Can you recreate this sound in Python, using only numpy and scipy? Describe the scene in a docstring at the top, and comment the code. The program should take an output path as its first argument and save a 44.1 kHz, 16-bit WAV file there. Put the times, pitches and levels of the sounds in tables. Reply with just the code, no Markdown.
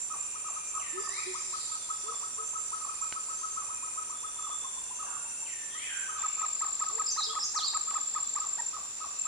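"""A steady drone of crickets and katydids comes first, in a daytime rainforest heard from two spots in turn.
Over it a bird runs through long trills of arched notes, while a second yelps between them.
Deeper in the trees come double hoots, rising whistles, a warble, held notes, and a few drips on leaves.
Insect choirs are band-shaped noise, calls are tones along pitch contours, drips are damped leaf modes;
decaying random echoes give each singer its distance."""
import sys
import numpy as np
from scipy import signal
from scipy.fft import rfft, irfft, next_fast_len
from scipy.io import wavfile
from scipy.ndimage import uniform_filter1d

SR = 44100
rng = np.random.default_rng(int(sys.argv[2]) if len(sys.argv) > 2 else 0)


def inscribe(sig):
    """Save sig as 16-bit PCM at rate SR to the path in sys.argv[1].

    A 1-D sig is mono; a 2-D sig holds one channel per row.
    Samples are clipped to [-1, 1] before scaling.
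    """
    pcm = np.round(np.clip(np.atleast_2d(sig).T, -1, 1) * 32767)
    wavfile.write(sys.argv[1], SR, pcm.astype(np.int16))


N = 408807
TIME = np.arange(N) / SR
MOVE_S = 6.175  # the listening spot changes
CUTOFF_HZ = 15200
WASH_DB = -52.5
YELP_HZ, BUZZ_HZ = 1277, 6335
PIP_LENGTH_S = .07
FULL_PITCH_HZ, TRILL_DB_PER_OCTAVE = 1242, 27  # lower trill notes are softer

# Source levels below are those before echo, panning and the gain of the source's own function.
# spectrum of the far forest's wash: pitch_hz, relative density_db (per Hz)
AIR = [(15, -10), (45, 1), (170, -2.5), (450, .5), (650, -1), (1100, 2.5), (1800, -1.4), (3100, -3.5),
       (4500, -4), (6600, -2), (7800, -22.5), (15500, -22.5)]
# insect choirs: first_spot_db, second_spot_db, pulse_rate_hz, pulse_depth (0-1),
# spectrum (pitch_hz, relative density_db per Hz)
CHOIRS = [ (-41.5, -39, 36, 0.063, [(6550, -46), (6850, -17.5), (7050, -7.5), (7230, -1), (7340, 1),
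          (7420, -2.5), (7520, -19), (7700, -41), (8100, -46)]), (-44.5, -51.5, 71, 0.056, [(7900, -24),
          (8200, -14.5), (8450, -6.5), (8950, -1.5), (9400, -6.5), (10000, -17.5), (10700, -29),
          (11500, -71)]), (-50, -69, 9.1, 0.23, [(5400, -41), (5750, 5), (5900, 5.5), (6080, 13),
          (6250, 1.5), (6450, -31), (6700, -37)]), (-63, -50.5, 11, 0.38, [(3400, -4), (4000, -3.5),
          (4550, -1), (4850, -5.5), (5500, -1), (5700, 3.5), (5900, 11.5), (6020, -14), (6170, 7),
          (6320, -3), (6440, 7), (6600, -10)]), (-64, -62.5, 30, 0.26, [(2100, -25), (2350, -3.5),
          (2500, 7), (2770, 5), (2900, -23)]), (-74, -71.5, 46.5, .3, [(13800, -7), (14700, -7), (15000, 0),
          (15400, -34)])]
# bouts of a cricket, far and near: start_s, end_s, chirp_rate_hz, level_db
FAR_CRICKET = [(0, 6.17, 15.9, -42)]
NEAR_CRICKET = [(6.198, 7.1, 14.96, -30.2), (7.13, 7.65, 15.1, -39), (7.684, 8.7, 15.25, -30.5),
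                (9.196, 9.27, 16.5, -31)]

# short insect buzzes: start_s, length_s, level_db
BUZZES = [(0.43, 0.33, -49.5), (2.435, 0.14, -45.5), (3.342, 0.2, -45), (4.926, 0.14, -45.5),
          (6.075, 0.1, -46)]
# sinking calls of distant birds, hoarse falling squawks, swells of a rasping insect:
# start_s, length_s, pitch_hz (mid-note), level_db
FAR_CALLS = [(0, 1, 2423, -57.5), (.05, 0.96, 2690, -59.5), (2.753, .38, 2470, -57.5),
             (3.55, 0.45, 2462, -56.5), (4.75, 0.83, 2703, -57.5), (8.95, 0.41, 2608, -57.5)]
SQUAWKS = [(5.05, 0.081, 1336, -45), (5.68, 0.29, 3140, -47), (5.84, 0.17, 2440, -51.5),
           (6.04, 0.1176, 1311, -48), (6.13, .32, 2538, -51)]
RASPS = [(1.85, 0.45, 5350, -54.5), (2.45, 1.2, 4760, -58), (6.15, 2.64, 4440, -55)]
# runs of thin pips: first_s, last_s, pip_count, pitch_hz, first_level_db, last_level_db
PIPINGS = [(1.719, 2.15, 5, 3470, -56, -52.5), (4.18, 4.541, 5, 3480, -53.5, -49),
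           (4.64, 4.88, 3, 3490, -51, -62), (6.211, 6.28, 2, 3540, -52, -58),
           (7.9, 8.26, 8, 3460, -56, -61)]

# drips on leaves: start_s, level_db
DRIPS = [(3.125, -42), (7.909, -51)]
# modes of a leaf: pitch_hz, level_db, t60_s
LEAF = [(1540, 1.5, 0.047), (2340, 19, 0.0034), (2900, 6, 0.016), (4040, 6.5, 0.0093)]

# distant wail: bend_s, pitch_hz, level_db
WAILS = [(5.91, 1583, -41.5)]
# its fall and level end: offset_s from the bend, pitch_ratio, level_db
WAIL = [(-.08, 1.4, -8), (-.04, 1.22, -3), (0, 1.01, -0.5), (0.101, .98, 0.5), (.15, .85, -24)]
# rising whistles: rise_start_s, pitch_hz, level_db
WHISTLES = [(1.055, 1760, -45.5), (5.705, 1765, -47)]
# plunge, level stretch, long rise: offset_s from the start of the rise, pitch_ratio, level_db
WHISTLE = [(-.268, 2.0, -2), (-.248, 1.55, -4), (-.232, 1.2, -7), (-.21, 1.07, -13), (-.14, 1.01, -13),
           (0, 1, -13), (.06, 1.11, -6), (.115, 1.32, -3.5), (.16, 1.52, -1.5)]
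# hoots, in pairs: time_s, pitch_hz, level_db
HOOTS = [(.985, 380, -40), (1.3, 376, -39.5), (2.085, 441, -47.5), (2.42, 443, -47.5), (6.96, 441, -48),
         (7.305, 444, -47.5)]
# rising first hoot, then level second hoot: offset_s from its time, pitch_ratio, level_db
RISING_HOOT = [(-.055, 0.8, -11.5), (-.033, .96, -4.5), (0, 1.01, 0.5), (0.02, 1.04, 2.5),
               (0.041, 1.33, -24)]
LEVEL_HOOT = [(-.05, 0.94, -20), (-.03, 0.99, 0), (.015, 1.0, -3), (.045, 0.83, -35)]

# songbird's syllables: offset_s from the turn, pitch_ratio, level_db
SWOOP = [(-.037, 0.94, -19), (-.022, 1.14, -1.5), (-.008, 1.05, -3), (0, 1, -1), (.008, 1.12, 3.5),
         (0.018, 1.43, -4), (0.028, 1.32, 5.5), (.04, 1.08, -18)]
LOW_SWOOP = [(-.052, .92, -22), (-.035, 1.13, -1), (-.012, 1.02, -2.5), (.005, 1, -0.5), (.016, 1.3, 4.5),
             (0.025, 1.44, 0), (.036, 1.1, -6), (.052, .82, -9)]
SLIDE = [(-.04, 1.69, -12), (-.017, 1.4, 1), (0, 1, -1), (.02, .82, -7), (0.039, .66, -17.5)]
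CHIP = [(-.02, 0.82, -17), (-.006, .99, -2), (.003, 1.01, 1), (0.021, 1.16, -3), (.034, .9, -5),
        (.046, .88, -6), (.056, 0.83, -24)]
PIP = [(-.02, 0.88, -11), (0, 1, 8), (.012, 1.02, -12)]
# its song: time_s into the song, pitch_hz, level_db, syllable
SONG = [(.037, 4600, -32, SWOOP), (.165, 3774, -32.5, LOW_SWOOP), (.25, 3400, -44.5, PIP),
        (.373, 4880, -31.5, SWOOP), (.525, 4210, -31.5, SLIDE), (.584, 4346, -28, CHIP)]
# sung far off, then nearby: start_s, level_db, echo_db, echo_t60_s, echo_build_s, pan_db
SONGS = [(.955, -11.5, 22, 1.44, 0.037, 0.5), (7.055, -0.5, 1, 0.56, 0.0022, -1.5)]

# yelps: break_s (where the pitch breaks down), level_db
YELPS = [(0.141, -38.5), (0.487, -40), (0.781, -38.5), (1.075, -39.5), (2.124, -40.5), (2.851, -40),
         (3.623, -42), (4.471, -40.5), (5.031, -40.5), (5.17, -46.5), (6.189, -40), (6.419, -38),
         (6.671, -39.5), (6.901, -39), (7.333, -39), (7.647, -39.5), (7.914, -38), (8.189, -41),
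         (8.446, -39), (8.769, -39.5), (9.045, -38.5), (9.296, -38.5)]
# one yelp: offset_s from the break, pitch_ratio, level_db
YELP = [(-.047, .48, -21), (-.038, 0.97, -5), (-.025, 1.01, 0), (-.008, .93, -11), (0, .95, 5.5),
        (.007, .68, -14), (.016, .62, -16.5), (.03, .46, -17.5)]

# trill runs of even pace, far and near: first_s, last_s, note_count, level_db (at full pitch)
FAR_RUNS = [(.368, 1.189, 5, -35.7), (1.368, 2.09, 5, -34.3), (2.246, 2.558, 3, -34.7),
            (2.742, 3.033, 3, -34.2), (3.172, 3.988, 7, -34.2), (4.12, 4.92, 7, -35.5),
            (5.092, 5.433, 3, -35.5), (5.763, 5.763, 1, -42), (6.1, 6.1, 1, -35)]
NEAR_RUNS = [(6.246, 6.823, 4, -36), (7.003, 7.372, 3, -35.4), (7.571, 7.757, 2, -35.2),
             (7.964, 8.374, 3, -36), (8.596, 8.596, 1, -33.5)]
# the trill holds its pitch, then sinks as the bird tires: time_s, pitch_hz (reference of the arch)
FAR_PITCH = [(.36, 1237), (3.3, 1263), (4.52, 1237), (4.65, 1055), (5.43, 900), (5.76, 1240)]
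NEAR_PITCH = [(6.24, 1249), (7.96, 1242), (8.38, 1200), (8.586, 926.5)]
# far note, a scoop into a short top; near note, a full arch: offset_s from the top, pitch_ratio, level_db
SCOOP = [(-.028, .72, -16), (-.016, .86, -9.5), (-.008, 1.025, -2.5), (.003, 1.02, -.5), (.011, 1.0, -3),
         (.015, .88, -16), (.036, .6, -29)]
ARCH = [(-.028, .6, -23), (-.018, .76, -11.5), (-.012, .9, -8.5), (-.007, 1.035, 0), (.01, .985, 1.2),
        (.014, .85, -11), (.019, .68, -14), (.028, .55, -27)]


def from_db(db):
    """Level to amplitude: twenty decibels per factor of ten."""
    return 10 ** (np.asarray(db) / 20)


def rms_one(x):
    """Normalization to unit effective value."""
    return x / np.sqrt(np.mean(x ** 2) + 1e-20)


def drift(rate_hz):
    """Low-passed noise: smooth chance of spread 1 that turns about `rate_hz` times a second."""
    size = next_fast_len(N)
    lowpass = 1 / (1 + (np.fft.rfftfreq(size, 1 / SR) / rate_hz) ** 4)
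    return rms_one(irfft(rfft(rng.standard_normal(size)) * lowpass, size)[:N])


def diffuse(spectrum, alike_below_hz=150):
    """Diffuse field: shaped noise of rms 1, partly alike at both ears only for long waves."""
    size = next_fast_len(N)
    hz = np.fft.rfftfreq(size, 1 / SR) + 1
    points, db = np.transpose(sorted(spectrum))
    gain = from_db(np.interp(np.log(hz), np.log(points), db, -np.inf, -np.inf))
    alike = .5 / (1 + (hz / alike_below_hz) ** 2)
    mid, side = rfft(rng.standard_normal((2, size))) * gain
    ears = np.sqrt(1 + alike) * mid + np.sqrt(1 - alike) * side * [[1], [-1]]
    return rms_one(irfft(ears, size)[:, :N])


def forest(x, wet_db, t60, pan_db=0., lag_s=0., build_s=0.0036):
    """Multiple scattering: echoes from trunks and leaves build and die; power is roughly kept before panning."""
    t = np.arange(SR) / SR
    envelope = from_db(-60 * t / t60) * (1 - np.exp(-t / build_s))
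    scatter = rng.standard_normal((2, SR)) * envelope
    echoes = signal.fftconvolve(x[None], scatter, axes=1)[:, :N]
    echoes *= x.std() / echoes.std(axis=1, keepdims=True)
    direct = np.array([x, np.roll(x, round(lag_s * SR))])  # the right ear hears it later by lag_s
    blend = (direct + from_db(wet_db) * echoes) / np.hypot(1, from_db(wet_db))
    return blend * from_db([[pan_db / 2], [-pan_db / 2]])


def echoed(x, delay_s, echo_db):
    """Single reflection: a big trunk throws the call back once."""
    lag = max(round(delay_s * SR), 1)
    return x + from_db(echo_db) * np.pad(x, (lag, 0))[:N]


def hoarse(x, rough, rate_hz):
    """Random amplitude modulation: a tone's strength flutters, with its power roughly kept."""
    return x * (1 + rough * drift(rate_hz)) / np.hypot(1, rough)


def mix_in(out, start_s, sound):
    """Superposition: adds a sound in place at its time."""
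    i = max(int(start_s * SR), 0)
    out[i:i + len(sound)] += sound[:max(N - i, 0)]


def syllable(contour, overtones_db, throat_hz):
    """Harmonic source and throat filter: a tone's start and wave; overtones above throat_hz are damped."""
    s, hz, db = np.transpose(sorted(contour))
    t = np.arange(s[0], s[-1], 1 / SR)
    hz = uniform_filter1d(np.interp(t, s, hz), size=200)
    phase = 2 * np.pi * np.cumsum(hz) / SR
    tone = np.sin(phase)
    for k, overtone_db in enumerate(overtones_db, 2):
        damping = np.hypot(1, (k * hz / throat_hz) ** 12)
        tone += from_db(overtone_db) * np.sin(k * phase) / damping
    envelope = from_db(np.interp(t, s, db)) * signal.windows.tukey(len(t), .1)
    return s[0], np.sqrt(2) * envelope * tone


def calls(notes, shape, overtones_db, throat_hz, spread=0.064):
    """Scaled contours: one shape at each note's time, pitch and level, its length and sweep varying a little."""
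    out = np.zeros(N)
    variations = 1 + spread * rng.standard_normal((len(notes), 2))
    for (s, hz, db), (stretch, sweep) in zip(notes, variations):
        contour = [(s + dt * stretch, hz * ratio ** sweep, db + d) for dt, ratio, d in shape]
        mix_in(out, *syllable(contour, overtones_db, throat_hz))
    return out


def held(notes, fall, waver_hz):
    """Frequency modulation: tones swell and fade, sink by the share `fall` of their pitch and waver."""
    out, waver = np.zeros(N), drift(175.4)
    for start, length, pitch_hz, db in notes:
        count = max(int(length * SR), 2)
        glide_hz = pitch_hz * (1 - fall * np.linspace(-.5, .5, count))
        hz = glide_hz + waver_hz * np.roll(waver, -int(start * SR))[:count]
        tone = np.sqrt(2) * np.sin(2 * np.pi * np.cumsum(hz) / SR)
        mix_in(out, start, from_db(db) * signal.windows.tukey(count, .4) * tone)
    return out


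def air():
    """Diffuse noise: the even wash of the far forest."""
    return from_db(WASH_DB) * diffuse(AIR)


def choirs():
    """Incoherent sum: countless insects blur into bands; at the first spot nearer ones make each throb."""
    out = 0
    for first_db, second_db, rate, depth, spectrum in CHOIRS:
        strokes = 2 * np.pi * np.cumsum(rate * (1 + 0.019 * drift(3.1))) / SR
        throb = 1 + depth * (TIME < MOVE_S) * (np.sin(strokes) + .5 * np.sin(strokes / 3))
        level_db = np.where(TIME < MOVE_S, first_db, second_db) + .6 * drift(3)
        out = out + from_db(level_db) * throb * diffuse(spectrum)
    return out


def chirps(bouts, uneven_db, pitch_hz=7335, sag_hz=130, stroke_s=.015, strokes_db=(1.3, 1.0, -15)):
    """Stridulation: three wing strokes a chirp, the last weak; the pitch sags as each stroke slows."""
    out, t = np.zeros(N), np.linspace(-1, 1, int(stroke_s * SR))
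    for start, end, rate, db in bouts:
        for chirp in np.arange(start, end, 1 / rate):
            for k, stroke_db in enumerate(strokes_db):
                off_hz, off_db = rng.normal(0, [35, uneven_db])
                hz = pitch_hz + off_hz - sag_hz * t / 2
                tone = np.sqrt(2) * np.sin(2 * np.pi * np.cumsum(hz) / SR)
                stroke = from_db(db + stroke_db + off_db) * np.cos(np.pi * t / 2) * tone
                mix_in(out, chirp + k / len(strokes_db) / rate - stroke_s / 2, stroke)
    return out


def crickets():
    """Direct-to-echo ratio as distance: an uneven one off to the right, then a loud one close by."""
    far = forest(chirps(FAR_CRICKET, uneven_db=4.0), wet_db=3, t60=0.52, pan_db=-10)
    near = chirps(NEAR_CRICKET, uneven_db=0.0)
    return far + forest(near, wet_db=-7.5, t60=.42, pan_db=1.5, lag_s=-.00002)


def held_notes():
    """Modulated tones from deep in the trees: each kind has its own fall and hoarseness."""
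    buzzes = held([(s, length, BUZZ_HZ, db) for s, length, db in BUZZES], fall=-0.0041, waver_hz=26)
    far_calls = held(FAR_CALLS, fall=.04, waver_hz=43.2)
    squawks = held(SQUAWKS, fall=0.114, waver_hz=190.2)
    rasps = held(RASPS, fall=0, waver_hz=479.6)
    return forest(buzzes + far_calls + squawks + rasps, wet_db=7.5, t60=1.0)


def piping():
    """Near-pure tones: a thin whistle in quick pips that swell or fade through each run."""
    pips = []
    for first, last, count, hz, first_db, last_db in PIPINGS:
        for s, db in np.linspace((first, first_db), (last, last_db), round(count)):
            pips.append((s - PIP_LENGTH_S / 2, PIP_LENGTH_S, hz, db))
    return forest(held(pips, fall=-0.0044, waver_hz=25), wet_db=4, t60=1.56)


def drips():
    """Impulse response: a drop knocks the damped modes of a leaf."""
    out, t = np.zeros(N), np.arange(SR // 20) / SR
    knock = sum(from_db(db - 60 * t / t60) * np.sin(2 * np.pi * hz * t) for hz, db, t60 in LEAF)
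    for s, db in DRIPS:
        mix_in(out, s, from_db(db) * knock)
    return forest(out, wet_db=-13, t60=0.15)


def wails():
    """Gliding tone with a strong flutter: a distant wail falls, then levels out."""
    wail = calls(WAILS, WAIL, [-14], throat_hz=3630, spread=0.0207)
    return forest(hoarse(wail, rough=0.52, rate_hz=330), wet_db=6.5, t60=0.8)


def whistles():
    """Gliding harmonics: a plunge, a level stretch and a long rise, more echo than direct sound."""
    notes = calls(WHISTLES, WHISTLE, [-14, -18], throat_hz=4570, spread=0.023)
    notes = hoarse(notes, rough=0.11, rate_hz=190)
    return from_db(8.5) * forest(notes, wet_db=9, t60=1.3, pan_db=2.5)


def hoots():
    """Nearly pure low tones: the first of each pair rises, the second stays level."""
    first = calls(HOOTS[::2], RISING_HOOT, [-32], throat_hz=900)
    second = calls(HOOTS[1::2], LEVEL_HOOT, [-32], throat_hz=901)
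    return forest(first + second, wet_db=-6.5, t60=0.77, pan_db=-2.5, lag_s=-0.00065)


def songbird():
    """Rapid frequency sweeps: three swoops and a pip, a downward slide and a chip; distance blurs them."""
    out = 0
    for start, song_db, wet_db, t60, build_s, pan_db in SONGS:
        song = np.zeros(N)
        for s, hz, db, shape in SONG:
            contour = [(start + s + dt, hz * ratio, song_db + db + d) for dt, ratio, d in shape]
            mix_in(song, *syllable(contour, [-38], throat_hz=12950))
        song = echoed(hoarse(song, rough=0.23, rate_hz=240), delay_s=.005, echo_db=-7.5)
        out = out + forest(song, wet_db, t60, pan_db, build_s=build_s)
    return out


def yelps():
    """Pitch break: the second bird's tone jumps up, holds and drops away."""
    notes = calls([(s, YELP_HZ, db) for s, db in YELPS], YELP, [-16], throat_hz=1920)
    return from_db(1) * forest(notes, wet_db=0, t60=0.56, pan_db=0.5)


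def trill_notes(runs, pitch):
    """Loudness tied to pitch: notes (time_s, pitch_hz, level_db), evenly spaced in each run."""
    notes = []
    for first, last, count, db in runs:
        notes += [(s, db) for s in np.linspace(first, last, round(count))]
    s, db = np.transpose(notes)
    hz = np.interp(s, *np.transpose(pitch))
    return np.transpose([s, hz, db + TRILL_DB_PER_OCTAVE * np.log2(hz / FULL_PITCH_HZ)])


def trills():
    """Arched frequency sweeps: from afar, fluttering and thrown back by a trunk; then from nearby."""
    far = calls(trill_notes(FAR_RUNS, FAR_PITCH), SCOOP, [-19], throat_hz=1660, spread=0.1006)
    far = hoarse(echoed(far, delay_s=.031, echo_db=-8), rough=0.36, rate_hz=33.5)
    far = forest(far, wet_db=-6.0, t60=0.62, pan_db=3.8, lag_s=0.00023)
    near = calls(trill_notes(NEAR_RUNS, NEAR_PITCH), ARCH, [-1.5], throat_hz=1930)
    near = forest(near, wet_db=-6, t60=0.44, pan_db=-2, lag_s=.00006)
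    return from_db(-1.0) * far + from_db(3.5) * near


def scene(chorus_pan_db=-0.15):
    """Superposition of all sources, the chorus leaning slightly right."""
    chorus = (air() + choirs()) * from_db([[chorus_pan_db / 2], [-chorus_pan_db / 2]])
    background = chorus + crickets() + held_notes() + piping() + drips()
    return background + wails() + whistles() + hoots() + songbird() + yelps() + trills()


def record(dry):
    """Band limitation: an elliptic low-pass cuts the top steeply."""
    lowpass = signal.ellip(10, .1, 80, CUTOFF_HZ, fs=SR, output="sos")
    return signal.sosfilt(lowpass, dry)


dry = scene()
out = record(dry)
inscribe(out)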